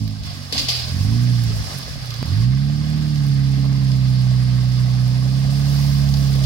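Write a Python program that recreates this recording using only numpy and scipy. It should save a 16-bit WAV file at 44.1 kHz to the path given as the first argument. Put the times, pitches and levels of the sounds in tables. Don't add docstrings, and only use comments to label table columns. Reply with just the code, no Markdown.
import sys
import numpy as np
from scipy import signal
from scipy.io import wavfile

SR = 44100
rng = np.random.default_rng(int(sys.argv[2]) if len(sys.argv) > 2 else 0)


def persist_wave(psi):
    counts = np.round(np.clip(psi, -1, 1) * 32767).astype(np.int16)
    wavfile.write(sys.argv[1], SR, np.atleast_2d(counts).T)


def boost_factor(decibels):
    exponent = np.asarray(decibels, float) / 20
    return 10 ** exponent


N = 284445
SLOW = 40

# (time [s], splash level [dB], fineness of the drops [0-1])
CHURN = [(0, -44.5, 0.7), (.21, -45, 0), (.5, -45.5, 1), (1.0, -40.5, 0.9), (1.3, -41, 0.64),
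         (1.7, -38.5, 0.8), (1.98, -42.5, 0.47), (2.17, -40.5, 0), (2.44, -40.5, .3), (2.47, -45, 0.1),
         (2.9, -43, .2), (3.65, -43.5, 0.12), (4.2, -42, 0), (5.05, -42.5, 0.28), (5.4, -41.5, 0.24),
         (5.82, -38, .4), (6.02, -40.5, 0.38), (6.45, -39, .4)]


def clock():
    return np.arange(N) / SR


def rms_one(x):
    return x / np.sqrt(np.mean(x ** 2) + 1e-20)


def in_time(rows):
    s, *columns = np.transpose(rows)
    return [np.interp(clock(), s, column) for column in columns]


def at_hz(points, hz):
    point_hz, values = np.array(points).T
    return np.interp(np.log(hz), np.log(point_hz), values)


def band_pass(order, low_hz, high_hz, x):
    return signal.sosfilt(signal.butter(order, [low_hz, high_hz], "band", fs=SR, output="sos"), x)


def high_pass(order, hz, x):
    return signal.sosfilt(signal.butter(order, hz, "high", fs=SR, output="sos"), x)


def drift(rate_hz):
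    r = np.exp(-2 * np.pi * rate_hz * SLOW / SR)
    settle = 2000
    noise = rng.standard_normal(N // SLOW + 2 + settle)
    return rms_one(signal.lfilter([1], [1, -2 * r, r * r], noise)[settle:])


def fill(slow):
    return np.interp(np.arange(N) / SLOW, np.arange(len(slow)), slow)


def level(db):
    return fill(boost_factor(np.append(db[::SLOW], db[-1])))


def swells(rows, floor_db):
    power = sum(boost_factor(2 * db) * np.exp(-((clock() - s) / half_s) ** 2) for s, db, half_s in rows)
    return 10 * np.log10(power + boost_factor(2 * floor_db))


def later(x, count):
    return np.concatenate([np.zeros(x.shape[:-1] + (count,)), x[..., :-count]], axis=-1)


def ring(clicks, hz, t60):
    r, w = boost_factor(-60 / (t60 * SR)), 2 * np.pi * hz / SR
    return signal.lfilter([0, np.sin(w)], [1, -2 * r * np.cos(w), r * r], clicks + 1e-18)


def banded(source, spectrum, patchy_db):
    # (frequency [Hz], left-right likeness [0-1])
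    likeness = [(60, 1), (300, 0.94), (650, 0.97), (1300, 0.29), (2700, 0), (4800, 0.04), (8000, 0.03),
                (15000, 0)]
    out, together = 0, drift(27)
    edges = spectrum[0][0] * 2 ** (np.arange(30) / 3)
    edges = edges[edges < min(spectrum[-1][0] * 1.27, .45 * SR)]
    for k, (low, high) in enumerate(zip(edges, edges[1:])):
        mid, side = band_pass(2, low, high, source[k % 2])
        hz = np.sqrt(low * high)
        alike = np.clip(at_hz(likeness, hz), 0, 1)
        flicker_db = patchy_db * (1.5 * together + drift(9.8))
        gain = fill(boost_factor(at_hz(spectrum, hz) + flicker_db))
        out = out + gain * (np.sqrt(1 + alike) * mid + np.sqrt(1 - alike) * side * [[1], [-1]])
    return rms_one(out)


def wind():
    # (time [s], level [dB], half length [s])
    puffs = [(.03, -38, .05), (.24, -36, 0.042), (.6, -36, 0.037), (1.05, -38, 0.14), (1.55, -32.5, 0.091),
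             (1.94, -38.5, 0.077), (2.39, -36, 0.051), (2.8, -39, 0.11), (5.48, -46, 0.066),
             (5.98, -39, 0.055), (6.45, -41, 0.067)]
    wind_db = swells(puffs, -49 - 1.5 * clock())
    lumps = band_pass(3, 42, 80, rng.standard_normal((2, N)))
    return level(wind_db + 7.0) * boost_factor(np.array([[6.0], [-1.5]])) * rms_one(lumps)


def leaves():
    # (time [s], level [dB], half length [s])
    gusts = [
        (5.83, -40.5, 0.13),
        (6.22, -43, .12),
        (6.46, -54, .04),
    ]
    hiss = high_pass(3, 13000, rng.standard_normal((2, N)))
    return level(swells(gusts, -76)) * rms_one(hiss)


def drops():
    # (time [s], peak level [dB], left over right [dB], top against body [dB])
    landings = [(0.0766, -27.5, -6, -18.5), (0.107, -37, -3.0, -14), (0.2345, -27, -1, -23),
                (0.5246, -16.5, 9.5, -18.5), (0.578, -5, 3, -36), (0.614, -25, -2, -28),
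                (0.6869, -8, 9, -21), (0.7194, -30, -1.5, -22), (1.4364, -29, -12, -13),
                (1.5804, -42, -4.0, -19), (1.7774, -33, -4.5, -9), (1.785, -31, -8, -10),
                (2.057, -30, -4, -14), (2.1052, -23.5, -3, -20), (2.14, -23.5, -5.0, -19),
                (2.258, -34, -2.0, -9), (2.8995, -38, -5, -7.5), (3.1577, -27, -1, -22),
                (3.2661, -33, -2.0, -11), (3.6509, -30.5, -4, -16), (3.729, -30, -4, -26),
                (3.9165, -27, 4, -22), (4.6917, -40, 3, -21), (5.079, -29, 0, -15), (5.4558, -34, 0, -18),
                (6.089, -29, -5.5, -22), (6.1390, -20, 1, -24), (6.169, -25, 1, -19),
                (6.354, -38, -2.5, -3), (6.438, -21.5, 3, -20)]
    t = np.arange(1300) / SR
    out = np.zeros((2, N + len(t)))
    for s, db, pan_db, top_db in landings:
        fall_s = .003 + .03 * boost_factor(db)
        burst = rng.standard_normal((2, len(t))) * np.exp(-t / fall_s)
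        burst[:, 0] = 2.1
        burst = band_pass(2, 2000, 6500, burst) + boost_factor(top_db + 11.5) * high_pass(2, 6500, burst)
        sides_db = np.array([[.5], [-.5]]) * (pan_db + 1.0)
        out[:, round(s * SR):][:, :len(t)] += boost_factor(min(db, -14) - 2.0 + sides_db) * burst
    return out[:, :N]


def gulps():
    # (time [s], peak level [dB], starting pitch [Hz])
    pockets = [(0.526, -10, 446), (0.555, -10, 730), (0.684, -39, 662), (1.503, -14, 381.7),
               (1.719, -33, 447), (1.88, -19, 460), (1.956, -15, 604), (2.075, -20, 640), (2.698, -17, 624),
               (3.65, -23, 388), (3.78, -36, 469), (4.267, -16, 696), (4.314, -16, 644), (4.6, -24, 379),
               (4.885, -24, 513), (5.448, -12, 695), (5.744, -42, 432), (6.053, -17, 682),
               (6.219, -36, 565), (6.356, -16, 492)]
    t = np.arange(2600) / SR
    out = np.zeros(N + len(t))
    for s, db, hz in pockets:
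        shape = (1 - np.exp(-t / 0.00078)) * np.exp(-t * hz / 2.0)
        out[round(s * SR):][:len(t)] += boost_factor(db - 10.5) * shape * np.sin(2 * np.pi * hz * t * (1 + 4.8 * t))
    return out[:N]


def spatter(per_s, spread_db, share):
    born = rng.random(N) < per_s / SR
    sizes = rms_one(born * boost_factor(spread_db * np.minimum(rng.exponential(1, N), 5)))
    return rng.standard_normal((2, 2, N)) * (1 + share * sizes)


def bubbles(per_s, cycles):
    sizes = boost_factor(3.9 * np.minimum(rng.exponential(1, N), 4)) * (rng.random(N) < per_s / SR)
    dealt = rng.integers(0, 24, N)
    pitches = np.geomspace(700, 5600, 24)
    return rms_one(sum(ring(sizes * (dealt == k), hz, cycles / hz) for k, hz in enumerate(pitches)))


def slap_db(deep):
    # (time [s], level [dB], rise [s], fall [dB per s], gurgle against the usual [dB])
    slaps = [
        (.225, -40, 0.043, 40, 10.5),
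        (.523, -27, .004, 44, -1.5),
        (0.574, -23.5, 0.023, 353, -16),
        (0.683, -23, 0.0026, 85, -17),
        (.7, -37, 0.018, 116, -6),
        (6.3, -57, 0.017, 84, -10),
        (6.43, -36, .02, 62, 0.1),
    ]
    power = 1e-12
    for s, db, rise_s, fall_db, gurgle_db in slaps:
        t = clock() - s
        rise = np.clip(t / rise_s, 0, 1) ** 2
        power = power + rise * boost_factor(2 * (db + deep * gurgle_db - fall_db * np.maximum(t - rise_s, 0)))
    return 10 * np.log10(power)


def layer_db(mix, deep, edge):
    usual_db, wade_s, dry_db = -43, .7, -9
    churn_db, fineness = in_time(CHURN)
    db, share, fine_db, near_db, hit_db = mix
    steady_db = usual_db + share * (churn_db - usual_db)
    steady_db = steady_db + db + fine_db * fineness + near_db * clock()
    steady_db = steady_db + deep * dry_db * np.maximum(1 - clock() / wade_s, 0)
    return 10 * np.log10(boost_factor(2 * steady_db) + boost_factor(2 * (slap_db(edge) + hit_db)))


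def upper_share():
    churn_db, fineness = in_time(CHURN)
    heavy = 1 / (1 + boost_factor(2 * (churn_db - slap_db(0))))
    return fineness * (1 - heavy) - 0.13 * heavy


def water():
    # (frequency [Hz], level [dB per Hz])
    slosh_colour = [(330, 2.5), (400, -6), (700, 1), (950, -12), (1100, -8.5)]
    gurgle_colour = [(900, -15), (1150, 1), (1700, 5.5), (2100, 2.5), (2500, -6)]
    splash_colour = [(2100, 0), (2600, 1), (3500, 1), (5000, -0.5), (6500, -18.5), (8000, -22.5)]
    spray_colour = [(5500, -4), (7500, 0), (10500, -3), (12500, -6.5), (15500, -4)]
    # (level against the splash at -43 dB [dB], share of its swing [ratio],
    # gain per unit of fineness [dB], approach [dB per s], level in a slap [dB])
    slosh_mix = (-8.5, 0.38, 2.7, 1.12, -16)
    gurgle_mix = (-5.5, .5, 0, -0.19, -17.5)
    splash_mix = (0.086, 1.01, 0.1, 0.01, 0.11)
    spray_mix = (-14.5, 1.22, 4.5, 0.24, -15.5)
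    # (time [s], level [dB], half length [s])
    slops = [
        (1.712, -40, .03),
        (3.655, -38.5, 0.011),
        (3.73, -45, 0.018),
        (5.45, -49, 0.012),
        (6.05, -47, 0.038),
    ]

    slosh_db = layer_db(slosh_mix, deep=0.11, edge=0)
    gurgle_db = layer_db(gurgle_mix, deep=0.99, edge=1)
    splash_db = layer_db(splash_mix, deep=0.24, edge=0.012)
    spray_db = layer_db(spray_mix, deep=0.14, edge=0.14)
    coarse = spatter(300, spread_db=3.5, share=.04)
    fine = spatter(500, spread_db=4.0, share=.09)

    slosh = level(swells(slops, slosh_db) + 1.2) * banded(coarse, slosh_colour, patchy_db=.6)
    gurgle = banded(coarse, gurgle_colour, patchy_db=1.0) + boost_factor(-4) * bubbles(500, cycles=73)
    gurgle = level(gurgle_db + 4.5) * gurgle
    splash = level(splash_db - 2.5) * banded(fine, splash_colour, patchy_db=0.48)
    spray = level(spray_db + 5.5) * banded(fine, spray_colour, patchy_db=0.8)
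    middle = gurgle + splash + upper_share() * band_pass(2, 5000, 6600, splash)
    middle = middle - 0.085 * later(middle, round(0.002186 * SR))
    return slosh + middle + spray


def pops():
    # (time [s], peak level [dB])
    firings = [
        (3.299, -18),
        (3.649, -36),
        (3.783, -19),
        (5.454, -18.5),
        (6.44, -30),
    ]
    clicks = np.zeros(N)
    for s, db in firings:
        clicks[round(s * SR)] = boost_factor(db)
    return ring(clicks, 122, 0.13) + boost_factor(3) * ring(clicks, 72, 0.036) + boost_factor(-31) * ring(clicks, 470, 0.045)


def crank():
    # (time [s], crank speed [Hz])
    demand = [(0.0, 51.15), (0.77, 36.81), (1.11, 73.7), (1.3, 57.7), (1.59, 46.8), (1.81, 27.84),
              (2.14, 23.2), (2.28, 78.03), (2.94, 77.64), (3.18, 64.6), (3.38, 66.45), (3.65, 67.8),
              (3.93, 62.5), (5.07, 62.7), (5.23, 68.1), (5.48, 71.26), (6.19, 68.35), (6.45, 62.5)]
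    flywheel_s, start_hz = .22, 53.9
    r = np.exp(-1 / (flywheel_s * SR))
    return signal.lfilter([1 - r], [1, -r], in_time(demand)[0], zi=[r * start_hz])[0]


def exhaust_gas(speed_hz, load_db):
    # (frequency [Hz], level [dB per Hz])
    gas_colour = [(45, -65), (70, -21), (130, -6), (220, -14), (290, -7), (330, -49)]
    # (time [s], level [dB], half length [s])
    lurches = [
        (.59, -29, 0.048),
        (2.92, -33, 0.17),
        (3.68, -34.5, 0.13),
        (5.26, -37, 0.059),
    ]
    change = np.abs(np.gradient(speed_hz) * SR)
    burble_db = -46 + 9 * np.log10(1 + change / 6.0) + .2 * load_db
    noise = rng.standard_normal((2, 2, N))
    return level(swells(lurches, burble_db)) * banded(noise, gas_colour, patchy_db=-2.0)


def order_levels(crank_hz, load_db, lope_db, rasp_db):
    # (order [per turn], level at full load [dB], shares of load, lope and rasp swings [ratio])
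    orders = [(1, -27, .1, 1.93, 0.01), (2, -15, 0.89, 0.0075, 0.011), (3, -24.5, 0.55, 0.013, 0.13),
              (4, -32.5, 0.36, 0.0087, 1.09)]
    upper_orders_db = [-3.5, -11.5, -13]
    half_orders_db = [-20, 6, 2, -11.5, -15, -25]
    # (frequency [Hz], gain [dB])
    pipe = [(40, 4), (70, -7), (100, -5.5), (125, 1.73), (152, -3.5), (200, -6), (260, -3), (310, -7.5)]
    # (frequency [Hz], gain [dB])
    silencer = [(95, -11.5), (112, -2), (130, 0.5), (290, -1), (345, -19.5), (400, -1.5), (460, -16.5)]
    strong = [(k, db + load * load_db + lope * lope_db + rasp * rasp_db) for k, db, load, lope, rasp in orders]
    uneven_db = -37 + 0.52 * load_db + 0.14 * lope_db
    fourth_db = strong[3][1]
    weak = [(k + 5, fourth_db - 5 + db) for k, db in enumerate(upper_orders_db)]
    weak += [(k + .5, uneven_db + db) for k, db in enumerate(half_orders_db)]
    lines = [(k, db + at_hz(pipe, k * crank_hz)) for k, db in strong]
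    lines += [(k, db + at_hz(silencer, k * crank_hz)) for k, db in weak]
    return [(k, db + 0.32 * load_db * (np.abs(np.log2(k * crank_hz / 121)) - .4)) for k, db in lines]


def exhaust_hum(speed_hz, throttle):
    step = 10
    crank_hz, load_db, lope_db, rasp_db = (column[::step] for column in [speed_hz, *throttle])

    def wobble(rate_hz):
        return fill(drift(rate_hz))[::step]

    turn = 2 * np.pi * np.cumsum(crank_hz) * step / SR
    hum, lumps = 0, wobble(9)
    apart = np.pi / 2 * np.clip(1 - (crank_hz - 46) / 12, 0, 1)
    for k, db in order_levels(crank_hz, load_db, lope_db, rasp_db):
        shake_db = .3 * wobble(11)
        shake_angle = .02 * k * wobble(6)
        shake_db = shake_db + (k != 2) * 1.2 * wobble(2.5)
        shake_db = shake_db + .09 * load_db * (lumps + .7 * wobble(5))
        smear = -1.6 * k * k
        hum = hum + boost_factor(db + shake_db) * np.exp(1j * (k * turn + shake_angle + smear + (k % 2 == 1) * apart))
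    hum = hum * np.minimum(np.arange(len(turn)) / 40, 1)
    hum = np.imag(hum * np.exp(1j * np.array([[.4], [0]])))
    return np.sqrt(2) * signal.resample_poly(hum, step, 1, axis=1)[:, :N]


def engine():
    # (time [s], load under full [dB], lope of unequal cylinders [dB], rasp of the upper orders [dB])
    foot = [(0, -2, -41, 8.5), (.25, -15.5, -12, 2), (.57, -18, -31, 1.5), (.8, -15.5, -21, 0.5),
            (1.02, 3.5, -1.5, 3), (1.17, -1.9, -1, 8.5), (1.4, -2, 0, 0), (1.6, -6.5, -1, -1),
            (1.68, -20, -12, 5), (2.08, -29, -14, 3), (2.22, -12, -16, 8.5), (2.33, 4.5, -10, -1.5),
            (2.45, -0.5, 3.5, 1), (2.8, -2.7, 2, -3), (3.3, 0.05, 1.8, 0.1), (5.15, -3.5, 1.5, 0),
            (5.8, 0.6, 5, -1), (6.45, -0.9, 5, -4.5)]
    speed_hz, throttle = crank(), in_time(foot)
    return exhaust_hum(speed_hz, throttle) + exhaust_gas(speed_hz, throttle[0])


def scene():
    return wind() + leaves() + drops() + gulps() + water() + pops() + engine()


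def band_limit(x):
    return signal.sosfilt(signal.butter(12, 16710, fs=SR, output="sos"), x)


def record(dry):
    port_db = [-4.2, 2.6]
    # (frequency [Hz], width [Hz], gain [dB])
    left_port = [(320, 37, 0), (1050, 140, 7), (1235, 160, -3), (2390, 66, -19), (4640, 680, 15.5),
                 (10650, 1680, 9.5)]
    right_port = [(364, 35, -10), (928, 320, -1.5), (1410, 264, -7.5), (1910, 52, 0), (2270, 130, -6.5),
                  (3440, 59, 6), (4990, 1030, 10), (8400, 2900, -4)]
    out = dry * boost_factor(np.array(port_db))[:, None]
    for k, port in enumerate((left_port, right_port)):
        for hz, width_hz, db in port:
            b, a = signal.iirpeak(hz, hz / width_hz, fs=SR)
            out[k] += (boost_factor(db) - 1) * signal.lfilter(b, a, out[k])
    out[0] = signal.sosfilt(signal.butter(8, 12160, fs=SR, output="sos"), out[0])
    out[1] = later(out[1], 12)
    after = clock() - 2.2286
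    out += -.24 * (after > 0) * np.exp(-np.abs(after) / .002) * boost_factor(np.array([[-5.0], [2.5]]))
    out = high_pass(3, 44, out)
    out = signal.sosfilt(signal.ellip(12, .5, 70, 15850, fs=SR, output="sos"), out)
    return band_limit(out)


dry = scene()
out = record(dry)
persist_wave(out)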